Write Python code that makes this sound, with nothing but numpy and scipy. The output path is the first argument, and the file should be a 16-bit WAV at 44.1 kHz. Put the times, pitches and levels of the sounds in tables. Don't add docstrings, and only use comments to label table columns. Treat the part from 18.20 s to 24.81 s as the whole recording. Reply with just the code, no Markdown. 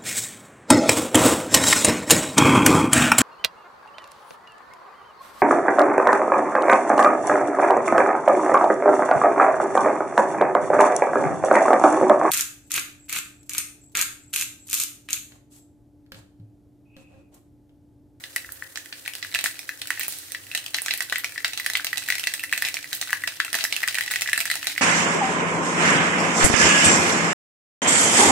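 import sys
import numpy as np
from scipy import signal
from scipy.fft import rfft, irfft
from scipy.io import wavfile
from scipy.ndimage import uniform_filter1d

SR = 44100
rng = np.random.default_rng(int(sys.argv[2]) if len(sys.argv) > 2 else 0)


def unload_audio(sound):
    columns = np.transpose(np.atleast_2d(sound))
    steps = np.round(np.clip(columns, -1, 1) * 32767)
    wavfile.write(sys.argv[1], SR, steps.astype(np.int16))


N = 291501
TIME = np.arange(N) / SR

# start in seconds, ring level in dB before trim, ring pitch in Hz,
# crack level in dB before trim, brightness of the crack in dB.
SEED_POPS = [(0.0389, -38.5, 1970, -33.5, -17), (0.1621, -18.5, 1975, -22.5, 5),
             (0.5739, -25, 1800, -30, -4), (0.8607, -32, 1803, -36.5, -15), (0.878, -21, 2230, -31, 0),
             (0.936, -30, 2820, -36, 2), (1.0267, -28.5, 1940, -29, -23), (1.0482, -29, 1690, -37, 8),
             (1.148, -16.5, 2760, -23, 2), (1.1567, -21, 1760, -28, -13), (1.1894, -22.5, 2430, -24, -13),
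             (1.2595, -17, 1790, -27.5, -8), (1.392, -29.5, 2490, -30.5, 6), (1.492, -21.5, 1820, -31, 1),
             (1.617, -34, 2420, -26.5, -11.5), (1.7047, -15.5, 1990, -25.5, 2),
             (1.7956, -30, 2570, -23.5, 37), (1.8103, -26, 2000, -29, -8), (1.833, -27.5, 2410, -24.5, 15),
             (2.148, -25.5, 1870, -34.5, -25), (2.3149, -27.5, 2600, -36.5, -13),
             (2.3495, -23.5, 1790, -21.5, -8.5), (2.376, -22.5, 2960, -27, 0),
             (2.4629, -24.5, 3230, -32, 2), (2.545, -23, 2150, -20, -9.5), (2.585, -21.5, 1950, -31, -6),
             (2.683, -20, 1700, -27, -13), (2.7087, -25, 2080, -20, -22), (2.738, -29.5, 1820, -22, 0.5),
             (2.8058, -19, 1890, -25.5, -9), (2.925, -17, 1800, -24, -5), (2.958, -17.5, 2040, -25, -12),
             (2.983, -30, 2020, -23.5, 28), (3.0446, -17, 2290, -24.5, -7),
             (3.1787, -22.5, 1870, -32.5, -14), (3.246, -16, 1980, -20, -21), (3.2559, -27.5, 1870, -34, 5),
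             (3.334, -28.5, 2740, -28, -12), (3.3754, -31, 2620, -25, -7), (3.3991, -23, 1990, -27.5, 17),
             (3.4627, -17, 1860, -21.5, -2), (3.5, -24.5, 1850, -25.5, -2), (3.553, -14.5, 2040, -21, -21),
             (3.571, -24, 2923, -25.5, 3), (3.6463, -27, 2180, -21.5, 0), (3.73, -20, 1945, -30.5, -4),
             (3.773, -33, 2680, -24, -12), (3.7801, -24.5, 2680, -24, 6), (3.8869, -20, 1870, -25.5, 5),
             (3.9025, -13, 2040, -22, -4), (3.9234, -19, 2010, -26, -12), (3.9538, -26, 2340, -26, -5),
             (3.9823, -26.5, 2050, -28, 5), (3.9963, -25.5, 2940, -26, 4), (4.039, -20.5, 2770, -28.5, -4),
             (4.0717, -19.5, 2020, -20, -8.5), (4.1386, -23, 1790, -22, 2), (4.1951, -26, 2670, -33, 10),
             (4.2375, -22, 2040, -26.5, 9), (4.3266, -14, 1780, -25, 1), (4.3344, -17.5, 2530, -28.5, -9),
             (4.377, -28, 2177, -24, 0), (4.4226, -17.5, 1810, -22.5, 4), (4.45, -30, 2000, -23, -19),
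             (4.4712, -25, 2300, -36, -12), (4.486, -21.5, 2260, -27, 1), (4.5424, -42, 1950, -24, -5.5),
             (4.569, -21, 2320, -36, -8), (4.7299, -29.5, 1564, -23.5, -9), (4.814, -25, 2420, -21.5, -4.5),
             (4.906, -28, 1780, -30.5, 9), (4.93, -12.5, 1740, -24, 3), (5.0375, -19.5, 1894, -33, 8),
             (5.0758, -21.5, 1800, -27.5, -14), (5.2014, -13.5, 1670, -22.5, -16),
             (5.2484, -25, 2660, -28, 3), (5.343, -18, 1810, -25.5, -9), (5.3549, -24, 1770, -34, -3),
             (5.3877, -24.5, 1780, -28.5, -11), (5.4085, -31.5, 1975, -25, -23),
             (5.451, -20.5, 1870, -38, 8.5), (5.5253, -18.5, 2200, -21, -12), (5.5647, -20, 2710, -25, -3),
             (5.6318, -18.5, 1940, -26.5, -5), (5.677, -20, 1790, -22.5, 9),
             (5.6846, -26, 1720, -20.5, -14), (5.745, -25, 1880, -24.5, 2), (5.753, -21.5, 2277, -25.5, -8),
             (5.7849, -17, 1810, -23.5, -3), (5.809, -19, 1890, -25.5, -8), (5.8783, -23, 2000, -34, -16.5),
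             (5.9114, -24, 2120, -27, -5), (5.9161, -27, 1900, -22, 10), (5.9374, -21.5, 1990, -28, 0),
             (5.959, -17.5, 1820, -24.5, -6), (6.02, -19, 2100, -20.5, -1), (6.075, -25, 1984, -27.5, -10),
             (6.1314, -12.5, 1810, -21, -3), (6.1774, -17.5, 1830, -20, 1), (6.2042, -24.5, 2280, -19.5, 1),
             (6.2114, -22, 2440, -27, -4), (6.2547, -24.5, 1860, -24.5, 2), (6.301, -20, 1960, -23.5, 3),
             (6.314, -17.5, 1960, -21.5, 0), (6.3551, -27, 1910, -24, -5), (6.4288, -33, 1700, -30, -13),
             (6.4453, -32, 2040, -33, 28), (6.4702, -23, 1830, -19.5, -10), (6.579, -16.5, 2140, -27, -5)]
# start in seconds, crack level in dB
# before trim, brightness in dB.
HUSK_SNAPS = [(0.322, -29, 28), (0.5577, -30.5, -20), (0.726, -31.5, -23), (0.9524, -29.5, -4),
              (1.142, -27, -21), (1.2103, -30, 1), (1.241, -18.5, 0.5), (1.673, -28.5, 5),
              (1.8816, -20.5, 45), (1.924, -30.5, 1), (1.9868, -31, 17), (2.12, -26.5, 8.5),
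              (2.5662, -29, 4), (2.6194, -23, 22), (2.6614, -24, -10), (2.7761, -23.5, 25), (2.824, -27, 0),
              (2.898, -29.5, -9), (3.2801, -28.5, 4), (3.5348, -25.5, -3), (3.6687, -23, -13),
              (4.751, -23, 36), (5.3299, -22, -6), (5.352, -19.5, 1), (5.4403, -17, 2), (5.8428, -39, -11),
              (6.01, -23.5, -3)]
# start in seconds, ring level in dB before trim,
# ring pitch in Hz.
STEAM_BUBBLES = [(0.2463, -34.5, 1920), (0.291, -34, 1780), (0.4234, -26, 1894), (1.775, -29, 1850),
                 (3.1594, -30, 1910), (3.2044, -32, 1980), (3.597, -24.5, 1630), (4.442, -25, 1980),
                 (4.6429, -29, 2010), (4.826, -29, 2000), (4.8955, -28, 2000), (5.2812, -34, 1950),
                 (5.638, -17.5, 2020), (5.775, -23, 1900), (6.0601, -24.5, 1810), (6.089, -20, 1950),
                 (6.562, -28, 1900)]
# start in seconds, length in seconds, level of a burst
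# in dB before trim.
OIL_SPUTTERS = [(1.15, .11, -46), (1.712, .09, -45.5), (1.798, .07, -42), (2.648, 0.115, -49),
                (4.449, 0.03, -35), (5.069, .012, -29.5), (5.364, .09, -41), (6.477, 0.05, -38.5)]
# start in seconds, hiss level in dB, # hiss
# t60 in seconds, thump peak in dB.
SHARPEST_SNAPS = [(1.2414, -21, 0.22, -21), (1.796, -31, 0.28, -26), (1.882, -33.5, 1, -20.5),
                  (2.6195, -37, 0.45, -26), (2.9236, -60, 0.28, -15), (4.7294, -26, 0.21, -40),
                  (5.352, -44.5, 0.22, -18.5), (5.4404, -51, 0.28, -26)]
# frequency in Hz, relative level in dB.
CRACK_COLOUR = [(500, -14.5), (680, -5.5), (1050, -9.5), (1600, -3), (2700, 0), (4200, 2.5), (6800, 0),
                (8400, 3), (9800, 0), (15500, -3)]
# frequency in Hz, left minus right in dB.
SIDE_BALANCE = [(2000, -0.5), (3300, 1.5), (5500, -1.5), (8200, -4.5), (10000, -3.5), (15000, -3.5)]
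# centre of a close pair in Hz, relative level in dB, t60 in seconds.
WOK_MODES = [(267, -16, 0.45), (654, -13, 0.27), (750, -8, 0.022), (1500, 5, 0.0094), (1738, 6.5, 0.011),
             (1947, 2.5, 0.051), (2497, -4, 0.12), (2657, -1.5, 0.15), (3977, 2.5, 0.11)]
# frequency in Hz, t60 in seconds.
ROOM_DECAY = [(400, 0.13), (1800, 0.31), (4000, 0.3), (9000, 0.24), (15000, 0.28)]
# frequency in Hz, relative density in dB per Hz.
AIR_COLOUR = [(30, -25), (55, -3), (100, 9.5), (150, 2), (200, -11), (280, 6), (420, -1), (1000, -7),
              (1900, 4), (3200, -37), (6500, -5), (15000, -4)]
# frequency in Hz, rms level in dB before waver and left-right lean.
HUM_LINES = [(100, -70), (148, -74.5), (291, -66.5), (340, -75), (535, -71.5)]
# centre in seconds, half length in seconds, pitch region in Hz,
# rms level at the crest in dB.
RUMBLE_SWELLS = [(0.277, 0.1, 68, -59)]

EARS = np.array([[1], [-1]])
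SAME_HZ = 1930
START_BOIL_DB, HEAT_DB_PER_S, USUAL_POPS_PER_S = -8.5, 1.48, 16.4
FLURRY_S = 0.12
EDGE_HZ = 15750


def seeds(ring_db=0.06, crack_db=0.53, tick_db=-17, tick_s=0.0034,
          gulp_db=-14.0, gulp_s=0.0038, gulp_rise=0.87, gulps=4):
    rings, cracks = np.zeros((2, 2, N))
    bursts = [*SEED_POPS, *small_pops(), *sputters()]
    ringing = [(s, db, hz) for s, db, hz, _, _ in bursts] + STEAM_BUBBLES
    cracking = [(s, db, bright_db) for s, _, _, db, bright_db in bursts] + HUSK_SNAPS
    for s, db, hz in ringing:
        add(rings, s, gain_of(ring_db + db) * ring(hz))
    for s, db, bright_db in cracking:
        add(cracks, s, gain_of(crack_db + db) * crack(bright_db))
    for s, low_db, hz, high_db, bright_db in SEED_POPS:
        tick_start = s - tick_s * rng.random()
        add(cracks, tick_start, gain_of(high_db + tick_db) * crack(bright_db))
        for wait, higher, weak in rng.random((gulps, 3)):
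            level_db = low_db + gulp_db - 10 * weak * higher
            gulp = ring(hz * (1 + gulp_rise * higher))
            add(rings, s + gulp_s * wait, gain_of(level_db) * gulp)
    return rings, cracks


def crack(bright_db, scatter_s=0.00096, span_s=0.0042, hinge_hz=6500, thin=0.51, body_hz=1300, size=512):
    t, hz = np.arange(size) / SR, np.fft.rfftfreq(size, 1 / SR)
    life = scatter_s * np.exp(.25 * rng.standard_normal() - min(bright_db, 18) / 25)
    noise = irfft(pair(rfft(rng.standard_normal((3, size))), hz))
    burst = noise * np.exp(-t / life)
    push = np.sqrt(life * SR / 2) * signal.unit_impulse(size)
    treble_db = bright_db * hz ** 4 / (hz ** 4 + hinge_hz ** 4)
    bass_db = thin * min(bright_db, 0) / (1 + (hz / body_hz) ** 4)
    split = cut(burst, body_hz, "high") + cut(push, body_hz, "low")
    sound = tint(split, crack_colour(hz) + (treble_db + bass_db))
    return level_over(sound, span_s)


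def ring(hz, t60=0.0098, rough=0.22, rise_s=0.00019, span_s=0.0013, lean_db=2,
         tuned_hz=1900, settle_s=0.001, size=2048):
    t = np.arange(size) / SR
    damping, turn, side, bend = rng.standard_normal(4)
    life = t60 * np.exp(.2 * damping - 1.2 * abs(np.log(hz / tuned_hz)))
    shape = (1 - np.exp(-t / rise_s)) * gain_of(-60 * t / life)
    pitch = hz * np.exp(.07 * bend * np.exp(-t / settle_s))
    cycles = np.cumsum(pitch) / SR
    flutter = rough * evened(uniform_filter1d(rng.standard_normal(size), size=24))
    skew = .15 * turn * (hz / tuned_hz) ** 3
    tone = np.sin(2 * np.pi * cycles + flutter + EARS * skew)
    return level_over(shape * tone * gain_of(EARS * lean_db * side), span_s)


def small_pops(count=320, ring_db=-40.0, crack_db=-39.5, spread_db=3.0, follow=0.74, centre_hz=2100):
    boil_db = boil()
    share = np.cumsum(gain_of(boil_db))
    s = np.interp(rng.random(count), share / share[-1], TIME)
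    size, hollow, pitch, bright = np.clip(rng.standard_normal((4, count)), -2, 2)
    level_db = follow * np.interp(s, TIME, boil_db) + spread_db * size
    ring_level_db = ring_db + level_db + 2 * hollow
    crack_level_db = crack_db + level_db - 2 * hollow
    return np.transpose([s, ring_level_db, centre_hz * np.exp(.2 * pitch), crack_level_db, 4 * bright - 5])


def sputters(bursts_per_s=300, ring_hz=2400, spread_db=0.0, bright_db=-7):
    rows = []
    for s, length, db in OIL_SPUTTERS:
        traits = np.clip(rng.standard_normal((round(length * bursts_per_s), 3)), -2, 2)
        for hollow, pitch, size in traits:
            start = s + length * rng.random()
            hz = ring_hz * np.exp(pitch / 10)
            rows.append((start, db + spread_db * hollow, hz, db + spread_db * size, bright_db))
    return rows


def aftercrackle(splinter_db=-17.0, bubble_db=-19, trail_s=0.027, fade_db=9, ragged_db=4.5,
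                 pitch_spread=.2, bubble_hz=2150, bright_db=-12, count=5):
    rings, cracks = np.zeros((2, 2, N))
    for s, low_db, _, high_db, _ in SEED_POPS:
        for wait, (size, pitch) in zip(rng.random(count), rng.standard_normal((count, 2))):
            start = s + trail_s * wait
            db = ragged_db * size - fade_db * wait
            bubble = ring(bubble_hz * np.exp(pitch_spread * pitch))
            add(cracks, start, gain_of(high_db + splinter_db + db) * crack(bright_db))
            add(rings, start, gain_of(low_db + bubble_db + db) * bubble)
    return rings, cracks


def thumps(pulse_s=0.00024):
    out, u = np.zeros((2, N)), np.arange(SR // 20) / SR / pulse_s
    pulse = np.tile((1 - u) * np.exp(-u), (2, 1))
    for s, _, _, db in SHARPEST_SNAPS:
        add(out, s, gain_of(db) * pulse)
    return out


def snap_hiss(rise_s=0.0084, low_cut_hz=1200):
    level = np.zeros(N)
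    for s, db, t60, _ in SHARPEST_SNAPS:
        age = np.maximum(TIME - s, 0)
        level += gain_of(db - 60 * age / t60) * (1 - np.exp(-age / rise_s))
    hiss = cut(crackled(rng.standard_normal((2, N))), low_cut_hz, "high", order=1)
    return level * evened(hiss)


def wok(x, level_db=-48.5, apart_hz=4500, uneven_db=3, split=0.011, count=160):
    t, out = np.arange(SR // 3) / SR, np.zeros((2, N))
    for k, (centre_hz, db, t60) in enumerate(WOK_MODES):
        for hz in centre_hz * (1 - split), centre_hz * (1 + split):
            skew = (-1) ** k * EARS * (hz / apart_hz) ** 2
            mode = gain_of(db - 60 * t / t60) * np.cos(2 * np.pi * hz * t + skew)
            struck = x * gain_of(uneven_db * wander(count))
            out += signal.oaconvolve(struck, mode, axes=1)[:, :N]
    return gain_of(level_db) * out


def sizzle(level_db=-46, follow=0.3, clump_db=3.5, grain_db=-1.0, size=900):
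    clumps = evened(signal.oaconvolve(rng.standard_normal(N), np.hanning(size), "same"))
    bubbles = gain_of(grain_db * evened(uniform_filter1d(rng.standard_normal(N), size=40)))
    wash = evened(crackled(bubbles * rng.standard_normal((2, N))))
    return gain_of(level_db + follow * boil() + clump_db * clumps) * wash


def fizz(level_db=-51, ticks_per_s=35, spread_db=4, cycles=1.6, count=12):
    t, out = np.arange(256) / SR, np.zeros((2, N))
    for hz in np.geomspace(2800, 14000, count):
        strength = gain_of(spread_db * np.minimum(rng.exponential(1, N), 4))
        ticks = (rng.random(N) < ticks_per_s / SR) * strength
        phase = rng.random((2, 1))
        tick = np.exp(-t * hz / cycles) * np.sin(2 * np.pi * (hz * t + phase))
        out += signal.oaconvolve(ticks[None], tick, axes=1)[:, :N]
    return gain_of(level_db + boil() / 2) * evened(out)


def boil():
    coarse = TIME[::256]
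    nearby = sum(np.exp(-.5 * ((coarse - s) / FLURRY_S) ** 2) for s, *_ in SEED_POPS)
    pops_per_s = np.interp(TIME, coarse, nearby) / (FLURRY_S * np.sqrt(2 * np.pi))
    flurry_db = 10 * np.log10((1 + pops_per_s) / USUAL_POPS_PER_S)
    return START_BOIL_DB + HEAT_DB_PER_S * TIME + flurry_db


def bounce(x, delay_s=0.0045, echo_db=-12):
    return gain_of(echo_db) * np.pad(x, ((0, 0), (round(delay_s * SR), 0)))[:, :N]


def kitchen(x, early_db=5, early_s=0.016, gap_s=0.0022, count=3):
    out = np.zeros((2, N))
    for k in range(count):
        hz, t, z = signal.stft(rng.standard_normal((3, SR // 2)), SR, nperseg=256)
        z = pair(z, hz[:, None]) * gain_of(-60 * t / read(ROOM_DECAY, hz)[:, None])
        tail = signal.istft(z, SR, nperseg=256)[1]
        age = np.arange(tail.shape[1]) / SR
        tail *= gain_of(early_db * np.exp(-age / early_s)) * (age > gap_s)
        turn = np.sqrt(2 / count) * np.cos(np.pi * (2 * TIME + k / count))
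        out += signal.oaconvolve(x * turn, tail / np.linalg.norm(tail[0]), axes=1)[:, :N]
    return out


def air(air_db=-49.0, hum_db=0, waver=0.47, waver_db=3.0, split_hz=900, lean_db=4.5):
    hz = np.fft.rfftfreq(N, 1 / SR)
    shared, *own = rfft(rng.standard_normal((3, N)))
    same = 0.75 / (1 + (hz / split_hz) ** 2)
    spectra = np.sqrt(same) * shared + np.sqrt(abs(1 - same)) * np.array(own)
    noise = irfft(spectra * gain_of(read(AIR_COLOUR, hz)), N)
    hum = np.zeros(N)
    for line_hz, db in HUM_LINES:
        drift = np.interp(TIME, np.linspace(0, TIME[-1], 90), np.cumsum(rng.standard_normal(90)))
        level = gain_of(db + hum_db + waver_db * wander(30)) * np.sqrt(2)
        hum += level * np.sin(2 * np.pi * line_hz * TIME + waver * drift)
    return gain_of(air_db) * evened(noise) + hum * gain_of(lean_db * EARS)


def swells():
    out = np.zeros(N)
    for s, half_s, hz, db in RUMBLE_SWELLS:
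        rumble = evened(cut(cut(rng.standard_normal(N), hz, "low"), hz, "high"))
        out += gain_of(db) * np.exp(-.5 * ((TIME - s) / half_s) ** 2) * rumble
    return out


def crack_colour(hz):
    return read(CRACK_COLOUR, hz) + .5 * EARS * read(SIDE_BALANCE, hz)


def crackled(x, size=512):
    kernel = tint(signal.unit_impulse(size), crack_colour(np.fft.rfftfreq(size, 1 / SR)))
    return signal.oaconvolve(x, kernel, axes=1)[:, :N]


def pair(spectra, hz):
    shared = 1 / (1 + (hz / SAME_HZ) ** 8)
    return np.sqrt(shared) * spectra[0] + np.sqrt(1 - shared) * spectra[1:]


def tint(x, db):
    size = x.shape[-1]
    cepstrum = irfft(np.log(gain_of(db)), size)
    cepstrum[..., 1:size // 2] *= 2
    cepstrum[..., size // 2 + 1:] = 0
    return irfft(rfft(x) * np.exp(rfft(cepstrum)), size)


def cut(x, hz, kind, order=3):
    return signal.lfilter(*signal.butter(order, hz, kind, fs=SR), x)


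def wander(count):
    return np.interp(TIME, np.linspace(0, TIME[-1], count), rng.standard_normal(count))


def gain_of(db):
    return 10 ** (np.asarray(db) / 20)


def evened(x):
    return x / np.sqrt(np.mean(x ** 2) + 1e-20)


def level_over(sound, span_s):
    return sound / np.sqrt((sound ** 2).mean(0).sum() / (span_s * SR))


def read(points, hz):
    f, value = np.transpose(points)
    return np.interp(np.log(hz + 1), np.log(f + 1), value)


def add(mix, s, sound):
    part = mix[:, max(round(s * SR), 0):][:, :sound.shape[1]]
    part += sound[:, :part.shape[1]]


def scene(ring_room_db=-8.0, crack_room_db=-3):
    rings, cracks = np.add(seeds(), aftercrackle())
    rings = cut(rings, 897, "high") + thumps()
    pops = rings + cracks
    metal = wok(pops)
    room = kitchen(gain_of(ring_room_db) * (rings + metal) + gain_of(crack_room_db) * cracks)
    oil = sizzle() + snap_hiss() + fizz()
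    return pops + metal + bounce(cracks) + room + oil + air() + swells()


def record(dry, low_cut_hz=42):
    band_limit = signal.firwin(301, EDGE_HZ, window=("kaiser", 9), fs=SR)
    return signal.oaconvolve(cut(dry, low_cut_hz, "high"), band_limit[None], "same", axes=1)


dry = scene()
out = record(dry)
unload_audio(out)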